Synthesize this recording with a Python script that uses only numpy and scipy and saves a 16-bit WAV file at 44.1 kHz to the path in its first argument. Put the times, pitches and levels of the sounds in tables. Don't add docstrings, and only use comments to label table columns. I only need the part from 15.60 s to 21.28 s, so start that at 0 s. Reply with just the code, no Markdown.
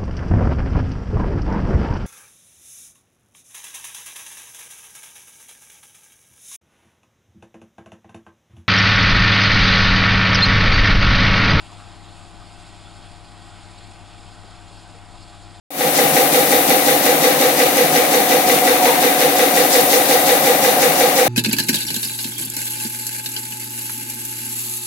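import sys
import numpy as np
from scipy import signal
from scipy.fft import rfft, irfft, next_fast_len
from scipy.io import wavfile
from scipy.ndimage import uniform_filter1d

SR = 44100
rng = np.random.default_rng(int(sys.argv[2]) if len(sys.argv) > 2 else 0)


def inscribe(sig):
    pcm = np.round(np.clip(np.atleast_2d(sig).T, -1, 1) * 32767)
    wavfile.write(sys.argv[1], SR, pcm.astype(np.int16))


N = 250488
TIME_S = np.arange(N) / SR
TURN_HZ = 5.577
TURN_S = 1 / TURN_HZ

# f/Hz, bandwidth/Hz, gain/dB
BED_MODES = [(149.6, 4.2, 1), (254, 40, 2), (290.5, 57, 5), (420, 660, -12.5)]
MOUNT_MODES = [(498, 23, 5), (496, 44, -8), (640, 8.6, -18)]
GUARD_MODES = [(741, 14, -14), (801, 6.9, -2), (802, 58, -9)]
VALVE_MODES = [(1550, 74, 13), (1980, 36, 24), (3760, 180, -4.5), (5800, 920, 5.5), (11500, 1900, -35)]
CLACK_MODES = [(1580, 60, -8), (1965, 110, -3), (2080, 650, 3), (2365, 80, -3), (3720, 220, -4)]
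PIPE_MODES = [(1114, 24, 5), (1240, 23, 5.5), (1670, 120, -2.5), (1949, 43, 8.5), (2360, 48, 5.5),
              (2824, 57, 3.5), (3460, 160, 0.5), (3730, 120, 5.5), (4150, 130, 1), (4450, 30, 6),
              (6065, 130, 1.5), (9600, 84, 1)]
WHISTLE_MODES = [(9830, 120, 0), (12160, 140, 0), (14700, 90, -2)]
CLATTER_MODES = [(1210, 200, 11.5), (1610, 230, 12.5), (1940, 170, 2.5), (2570, 190, 8.5), (2970, 640, 6.5),
                 (3660, 280, 5.5), (4970, 2100, 1.5)]
SCRAPE_MODES = [(838, 150, 3), (950, 150, 4)]
HUM_MODES = [(145.1, 14, -1), (164.3, 9.2, 3.5), (218.5, 17, 1)]

# f/Hz, relative density/dB
DRONE_SPECTRUM = [(25, -37), (65, -18), (85, -37), (100, -12), (120, -24), (155, -16), (185, -7), (280, -4),
                  (430, -0.5), (500, 10), (660, 0.5), (780, 5.5), (900, -3), (1080, -6), (1600, -9.5)]
FLOW_SPECTRUM = [(900, -32), (1200, 7), (1500, 2.5), (2000, 10), (2800, 2.5), (4000, 0.5), (5500, 0.5),
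                 (7000, -1), (9500, -11.5), (11500, -31), (14500, -49), (16000, -2)]
JET_SPECTRUM = [(6000, -6), (8000, -0.5), (10000, 2.5), (12000, 2), (15500, -2.5)]

CRANK_THUMPS = [(0.2032, -3), (0.272, -3.5), (0.347, -4)]  # t/s, level/dB
DRIVE_CLANKS = [(.2095, 8, -12), (.2345, 9, 4), (.2665, -9, 9), (.2945, -24, 8), (.3285, 9.5, 7),
                (.3445, -35, 4)]
PLATE_TOUCHES = [(.2035, -38), (.2079, 8), (.2109, -4), (.2132, 0.5), (.2195, -13), (.2225, -7),
                 (.2269, -1), (.238, -6), (.25, -13), (.26, -8), (.274, -10), (.286, -1), (.299, 2)]
VALVE_SPITS = [(0.2, 0.0019, -16), (0.227, 0.0018, -24)]  # t/s, half length/s, level/dB
# t/s, f/Hz, half length/s, level/dB at each of three places
DRIVE_NOTES = [(.2147, 498, .009, -15, -16.5, -15.3), (.2437, 490, .0175, -14.7, -14.3, -12.5),
               (.271, 515, .0075, -18, -22, -26), (.2977, 503, .0075, -19.5, -20, -22),
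               (.335, 518, .009, -18, -23, -23), (.362, 541, .026, -31, -28, -22),
               (.209, 606, .018, -23, -23, -24)]
PANEL_NOTES = [(.2127, 793, 0.0064, -14.5, -27.5, -18), (.2407, 772, 0.0071, -16, -21, -19.5),
               (.2567, 780, 0.012, -24, -21, -18), (.2717, 773, 0.0048, -17, -20, -25),
               (.279, 805, .02, -21, -27.5, -21.5), (.289, 738, .009, -26, -15, -19),
               (.3487, 733.3, 0.017, -27, -11, -17), (.3687, 727.3, 0.021, -32.5, -12, -26)]
PLACES_S = [1.04, 3.0, 4.4]

# t/s, level/dB
BED_LEVELS = [(1.8, -24.5), (3.6, -24.5), (5, -28)]
GUARD_LEVELS = [(.8, -37), (2.3, -31), (3.2, -29), (3.7, -44), (4.9, -28), (5.6, -31)]
JET_LEVELS = [(1.1, -20.5), (1.7, -22.5), (3.8, -22.5), (4.25, -20), (4.8, -21.5), (5.6, -23)]
# t/s, level/dB
RUSTLE_LEVELS = [(.4, -29), (1.2, -27), (2.2, -28.5), (3.6, -36), (4.2, -21), (5, -27), (5.6, -25)]
HUM_LEVELS = [(.5, -33.5), (2.7, -36), (3.4, -36), (4.6, -38.5), (4.9, -32), (5.6, -38.5)]

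HISS_SPURTS = [(.37, 0.034, 4500, -20.5), (1.2, 0.084, 3610, -32), (2.94, 0.063, 3230, -35),
               (2.949, 0.064, 11900, -26), (3.46, 0.023, 11800, -31), (3.97, 0.028, 12100, -39),
               (4.129, 0.026, 5960, -19.5)]
MOTOR_TONES = [(279, -42.5), (412.6, -47), (604, -51), (728.3, -28)]  # f/Hz, base level/dB
STEREO_COHERENCE = [(30, 0), (60, .95), (125, .93), (300, .85), (550, .85), (800, .75), (1200, 0),
                    (16000, 0)]
STEREO_BALANCE = [(100, 3.5), (700, 0.5), (1200, 0.5), (2500, 6.5), (3700, 5), (6000, -1.3), (16000, 21.5)]  # f/Hz, left minus right/dB


def bed(rebound_s, rebound_db):
    times_s, db = np.transpose(CRANK_THUMPS)
    times_s, db = np.r_[times_s, times_s + rebound_s], np.r_[db, db + rebound_db]
    knocks = every_turn(times_s, db, slack_s=.000076, uneven_db=1.5)
    knocks += rattle(level_db=-13.5, follow=.53, slack_s=.0001)
    ring = steel_part(knocks, BED_MODES, low_hz=175, high_hz=537, room_db=-48)
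    return from_db(in_time(BED_LEVELS)) * ring


def mount(level_db):
    times_s, db, _ = np.transpose(DRIVE_CLANKS)
    knocks = every_turn(times_s, db, slack_s=.00005, uneven_db=2)
    knocks += rattle(level_db=-34, follow=.99, slack_s=.00008)
    return from_db(level_db) * steel_part(knocks, MOUNT_MODES, low_hz=447, high_hz=742, room_db=-3)


def guard():
    times_s, _, db = np.transpose(DRIVE_CLANKS)
    knocks = every_turn(times_s, db, slack_s=.00005, uneven_db=1.5)
    knocks += rattle(level_db=-6, follow=.3, slack_s=.00008)
    ring = steel_part(knocks, GUARD_MODES, low_hz=620, high_hz=990, room_db=-20)
    return from_db(in_time(GUARD_LEVELS)) * ring


def rattle(level_db, follow, slack_s, per_turn=40):
    times_s = (np.arange(per_turn) + rng.random(per_turn)) / per_turn * TURN_S
    return every_turn(times_s, level_db + follow * pressure_db(times_s), slack_s, uneven_db=-3)


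def steel_part(knocks, modes, low_hz, high_hz, room_db):
    ring = rms_one(band(resonate(knocks, modes), low_hz, high_hz))
    return ring + from_db(room_db) * workshop(ring, t60_s=1)


def singing(notes, uneven_db, waver_rad, room_db):
    out = 0
    for at_s, hz, half_s, *place_db in notes:
        offset_s = turn_offset_s(at_s)
        envelope = np.exp(-np.abs(offset_s / half_s) ** 3)
        level_db = np.interp(TIME_S, PLACES_S, place_db) + uneven_db * flutter(6)
        phase = 2 * np.pi * hz * offset_s + waver_rad * flutter(4.6)
        out += from_db(level_db) * envelope * np.sin(phase)
    return out + from_db(room_db) * np.std(out) * workshop(out, t60_s=.43)


def valve_bounce(level_db, shut_s, bounce_s, loss_db, decay_s):
    bounces = np.arange(8)
    touches = every_turn(shut_s + bounce_s * bounces, -loss_db * bounces, slack_s=.00049, uneven_db=.5)
    bursts = signal.lfilter([1], [1, -np.exp(-1 / (decay_s * SR))], touches + 1e-18)
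    ring = rms_one(resonate(bursts * white_noise(), VALVE_MODES))
    return from_db(level_db) * pan(left_db=2.5) * ring


def valve_clacks(level_db, room_db):
    hits = every_turn(*np.transpose(PLATE_TOUCHES), slack_s=.00006, uneven_db=.9)
    ring = rms_one(band(resonate(hits, CLACK_MODES), low_hz=1450, high_hz=4500))
    walls = np.array([workshop(ring, t60_s=.55)[0] for _ in "LR"])
    return from_db(level_db) * (ring + from_db(room_db) * walls)


def pressure_db(times_s, peak_s=.2173, build_s=.042, swing_db=5):
    since_peak_s = (times_s - peak_s) % TURN_S
    return swing_db * np.interp(since_peak_s, [0, TURN_S - build_s, TURN_S], [1, 0, 1])


def liquid(flow_db, pipe_db, pipe_follow):
    stroke_db = pressure_db(TIME_S)
    pipes = from_db(pipe_db + pipe_follow * stroke_db) * rms_one(resonate(white_noise(), PIPE_MODES))
    return from_db(flow_db + stroke_db) * diffuse_noise(FLOW_SPECTRUM) + pipes


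def suction(at_s, half_s, level_db):
    return from_db(level_db) * swell(at_s, half_s) * band_noise(low_hz=2920, high_hz=8050)


def jet(lead_s, whistle_db, follow):
    stroke_db = pressure_db(TIME_S + lead_s)
    whistles = rms_one(resonate(white_noise(), WHISTLE_MODES))
    hiss = diffuse_noise(JET_SPECTRUM) + from_db(whistle_db + stroke_db) * whistles
    return from_db(in_time(JET_LEVELS) + follow * stroke_db) * pan(left_db=3.5) * hiss


def spurts(edge_ratio):
    out = 0
    for at_s, half_s, hz, db in HISS_SPURTS:
        hiss = band_noise(hz / edge_ratio, min(hz * edge_ratio, .45 * SR))
        envelope = np.exp(-((TIME_S - at_s) / half_s) ** 2)
        out += from_db(db) * pan(at_hz(STEREO_BALANCE, hz)) * envelope * hiss
    return out


def spits():
    envelope = sum(from_db(db) * swell(at_s, half_s) for at_s, half_s, db in VALVE_SPITS)
    return envelope * pan(left_db=5) * band_noise(low_hz=4300, high_hz=15000)


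def gear_drone(level_db, follow, repeat_share):
    size = int(2 * TURN_S * SR)
    pattern = diffuse_noise(DRONE_SPECTRUM)[:, :size] * np.sqrt(np.hanning(size))
    turns = every_turn(np.zeros(1), np.zeros(1), slack_s=.00005, uneven_db=1)
    repeated = rms_one(signal.fftconvolve(pattern, turns[None], axes=1)[:, :N])
    drone = np.sqrt(repeat_share) * repeated + np.sqrt(1 - repeat_share) * diffuse_noise(DRONE_SPECTRUM)
    return from_db(level_db + follow * pressure_db(TIME_S)) * drone


def motor(lag_s, follow, waver_db, waver_rad, room_db):
    load_db = follow * pressure_db(TIME_S - lag_s)
    out = 0
    for hz, db in MOTOR_TONES:
        phase = 2 * np.pi * hz * TIME_S + waver_rad * flutter(11)
        out += from_db(db + load_db + waver_db * flutter(31)) * np.sin(phase)
    return out + from_db(room_db) * np.std(out) * workshop(out, t60_s=.8)


def belt_rustle(at_s, half_s, patchy_db):
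    edges_hz = np.geomspace(3500, 9500, 4)
    patches = 0
    for low_hz, high_hz in zip(edges_hz, edges_hz[1:]):
        gain = from_db(patchy_db * flutter(53)) / np.sqrt(high_hz)
        patches += gain * band(white_noise(), low_hz, high_hz)
    return from_db(in_time(RUSTLE_LEVELS)) * swell(at_s, half_s) * rms_one(patches)


def clatter(level_db, spread_db, contacts_per_s):
    sizes = from_db(spread_db * np.minimum(rng.exponential(1, (2, N)), 3))
    signs = rng.choice([-1, 1], (2, N))
    contacts = sizes * signs * (rng.random((N,)) < contacts_per_s / SR)
    return from_db(level_db) * pan(left_db=6) * rms_one(resonate(contacts, CLATTER_MODES))


def scrape(peak_s, peak_db, rise_db_per_s, fall_db_per_s):
    offset_s = TIME_S - peak_s
    level_db = peak_db + np.minimum(rise_db_per_s * offset_s, -fall_db_per_s * offset_s)
    friction = diffuse_noise([(600, .0074), (1200, 0)])
    return from_db(level_db) * rms_one(resonate(friction, SCRAPE_MODES))


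def hum(peak_s, swell_db):
    stroke_db = swell_db * np.cos(2 * np.pi * 2 * TURN_HZ * (TIME_S - peak_s))
    hollow = rms_one(resonate(rng.standard_normal(N), HUM_MODES))
    return from_db(in_time(HUM_LEVELS) + stroke_db) * hollow


def rumble(level_db, lumpy_db):
    noise = diffuse_noise([(22, -15), (65, -2), (90, 0)])
    return from_db(level_db + lumpy_db * flutter(17)) * noise


def workshop(x, t60_s):
    age_s = np.arange(SR // 2) / SR
    tail = rng.standard_normal(len(age_s)) * from_db(-60 * age_s / t60_s)
    return rms_one(signal.fftconvolve(x, tail)[:N]) * [[1], [-1]]


def every_turn(times_s, db, slack_s, uneven_db):
    turns = np.arange(-2, N / SR * TURN_HZ)
    shape = (len(times_s), len(turns))
    slip_s = slack_s * (wander(shape, turns=9) + rng.standard_normal(shape))
    index = np.round((times_s[:, None] + turns * TURN_S + slip_s) * SR).astype(int)
    strength = from_db(db[:, None] + uneven_db * wander(shape, turns=2))
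    heard = (index >= 0) & (index < N)
    return np.bincount(index[heard], strength[heard], N)


def turn_offset_s(at_s):
    return (TIME_S - at_s + TURN_S / 2) % TURN_S - TURN_S / 2


def swell(at_s, half_s):
    return np.exp(-(turn_offset_s(at_s) / half_s) ** 2)


def wander(shape, turns):
    return rms_one(uniform_filter1d(rng.standard_normal(shape), turns, axis=-1, mode="wrap"))


def flutter(rate_hz):
    smooth = signal.resample(rng.standard_normal(1024), 1024 * 8)
    return rms_one(np.interp(TIME_S * rate_hz * 8, np.arange(len(smooth)), smooth))


def white_noise():
    return rng.standard_normal((2, N))


def band_noise(low_hz, high_hz):
    return rms_one(band(white_noise(), low_hz, high_hz))


def diffuse_noise(spectrum):
    size = next_fast_len(N)
    hz = np.maximum(np.fft.rfftfreq(size, 1 / SR), 1)
    mid, side = rfft(rng.standard_normal((2, size)))
    coherence = at_hz(STEREO_COHERENCE, hz)
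    pair = np.sqrt(1 + coherence) * mid + np.sqrt(1 - coherence) * side * [[1], [-1]]
    rolloff = np.minimum(1, np.minimum(hz / spectrum[0][0], spectrum[-1][0] / hz)) ** 4
    gain = rolloff * from_db(at_hz(spectrum, hz)) * pan(at_hz(STEREO_BALANCE, hz))
    return rms_one(irfft(pair * gain, size)[:, :N])


def resonate(x, modes):
    out = 0
    for k, (hz, width_hz, db) in enumerate(modes):
        radius = np.exp(-np.pi * width_hz / SR)
        poles = [1, -2 * radius * np.cos(2 * np.pi * hz / SR), radius ** 2]
        gain = (-1) ** k * from_db(db) * (1 - radius ** 2) / 2
        out += gain * signal.lfilter([1, 0, -1], poles, x + 1e-18)
    return out


def band(x, low_hz, high_hz):
    return signal.sosfilt(signal.butter(2, [low_hz, high_hz], "band", fs=SR, output="sos"), x)


def in_time(rows):
    return np.interp(TIME_S, *np.transpose(rows))


def at_hz(rows, hz):
    knots_hz, values = np.transpose(rows)
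    return np.interp(np.log(np.maximum(hz, 1)), np.log(knots_hz), values)


def pan(left_db):
    return from_db(np.array([[.5], [-.5]]) * left_db)


def from_db(db):
    return 10 ** (np.asarray(db) / 20)


def rms_one(x):
    return x / np.sqrt(np.mean(x ** 2) + 1e-20)


def scene():
    mix = bed(rebound_s=.01732, rebound_db=4) + mount(level_db=-29) + guard()
    mix += singing(DRIVE_NOTES, uneven_db=.7, waver_rad=.15, room_db=-12)
    mix += singing(PANEL_NOTES, uneven_db=1, waver_rad=.25, room_db=-6)
    mix += motor(lag_s=.036, follow=.8, waver_db=2, waver_rad=.3, room_db=-9.5)
    mix += gear_drone(level_db=-21.5, follow=.5, repeat_share=.58)
    mix += hum(peak_s=.271, swell_db=4) + rumble(level_db=-64.5, lumpy_db=5)
    mix += valve_bounce(level_db=-31.5, shut_s=.2072, bounce_s=.007, loss_db=7, decay_s=.006)
    mix += valve_clacks(level_db=-33.5, room_db=-1)
    mix += clatter(level_db=-31.5, spread_db=4, contacts_per_s=260)
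    mix += liquid(flow_db=-23, pipe_db=-29.5, pipe_follow=1.53)
    mix += suction(at_s=.366, half_s=.015, level_db=-23.5)
    mix += jet(lead_s=.0058, whistle_db=-12.5, follow=.39) + spurts(edge_ratio=1.8) + spits()
    mix += belt_rustle(at_s=.2225, half_s=.08, patchy_db=3.5)
    return mix + scrape(peak_s=3.29, peak_db=-23.5, rise_db_per_s=80, fall_db_per_s=85)


def record(dry):
    start_s, start_db, fade_s = .105, -19.5, .084
    ceiling, cutoff_hz = .85, 15750
    age_s = np.maximum(TIME_S - start_s, 0)
    faded = dry * (age_s > 0) * from_db(start_db * np.exp(-age_s / fade_s))
    rounded = faded / (1 + np.abs(faded / ceiling) ** 8) ** (1 / 8)
    return signal.sosfilt(signal.ellip(10, .1, 70, cutoff_hz, fs=SR, output="sos"), rounded)


dry = scene()
out = record(dry)
inscribe(out)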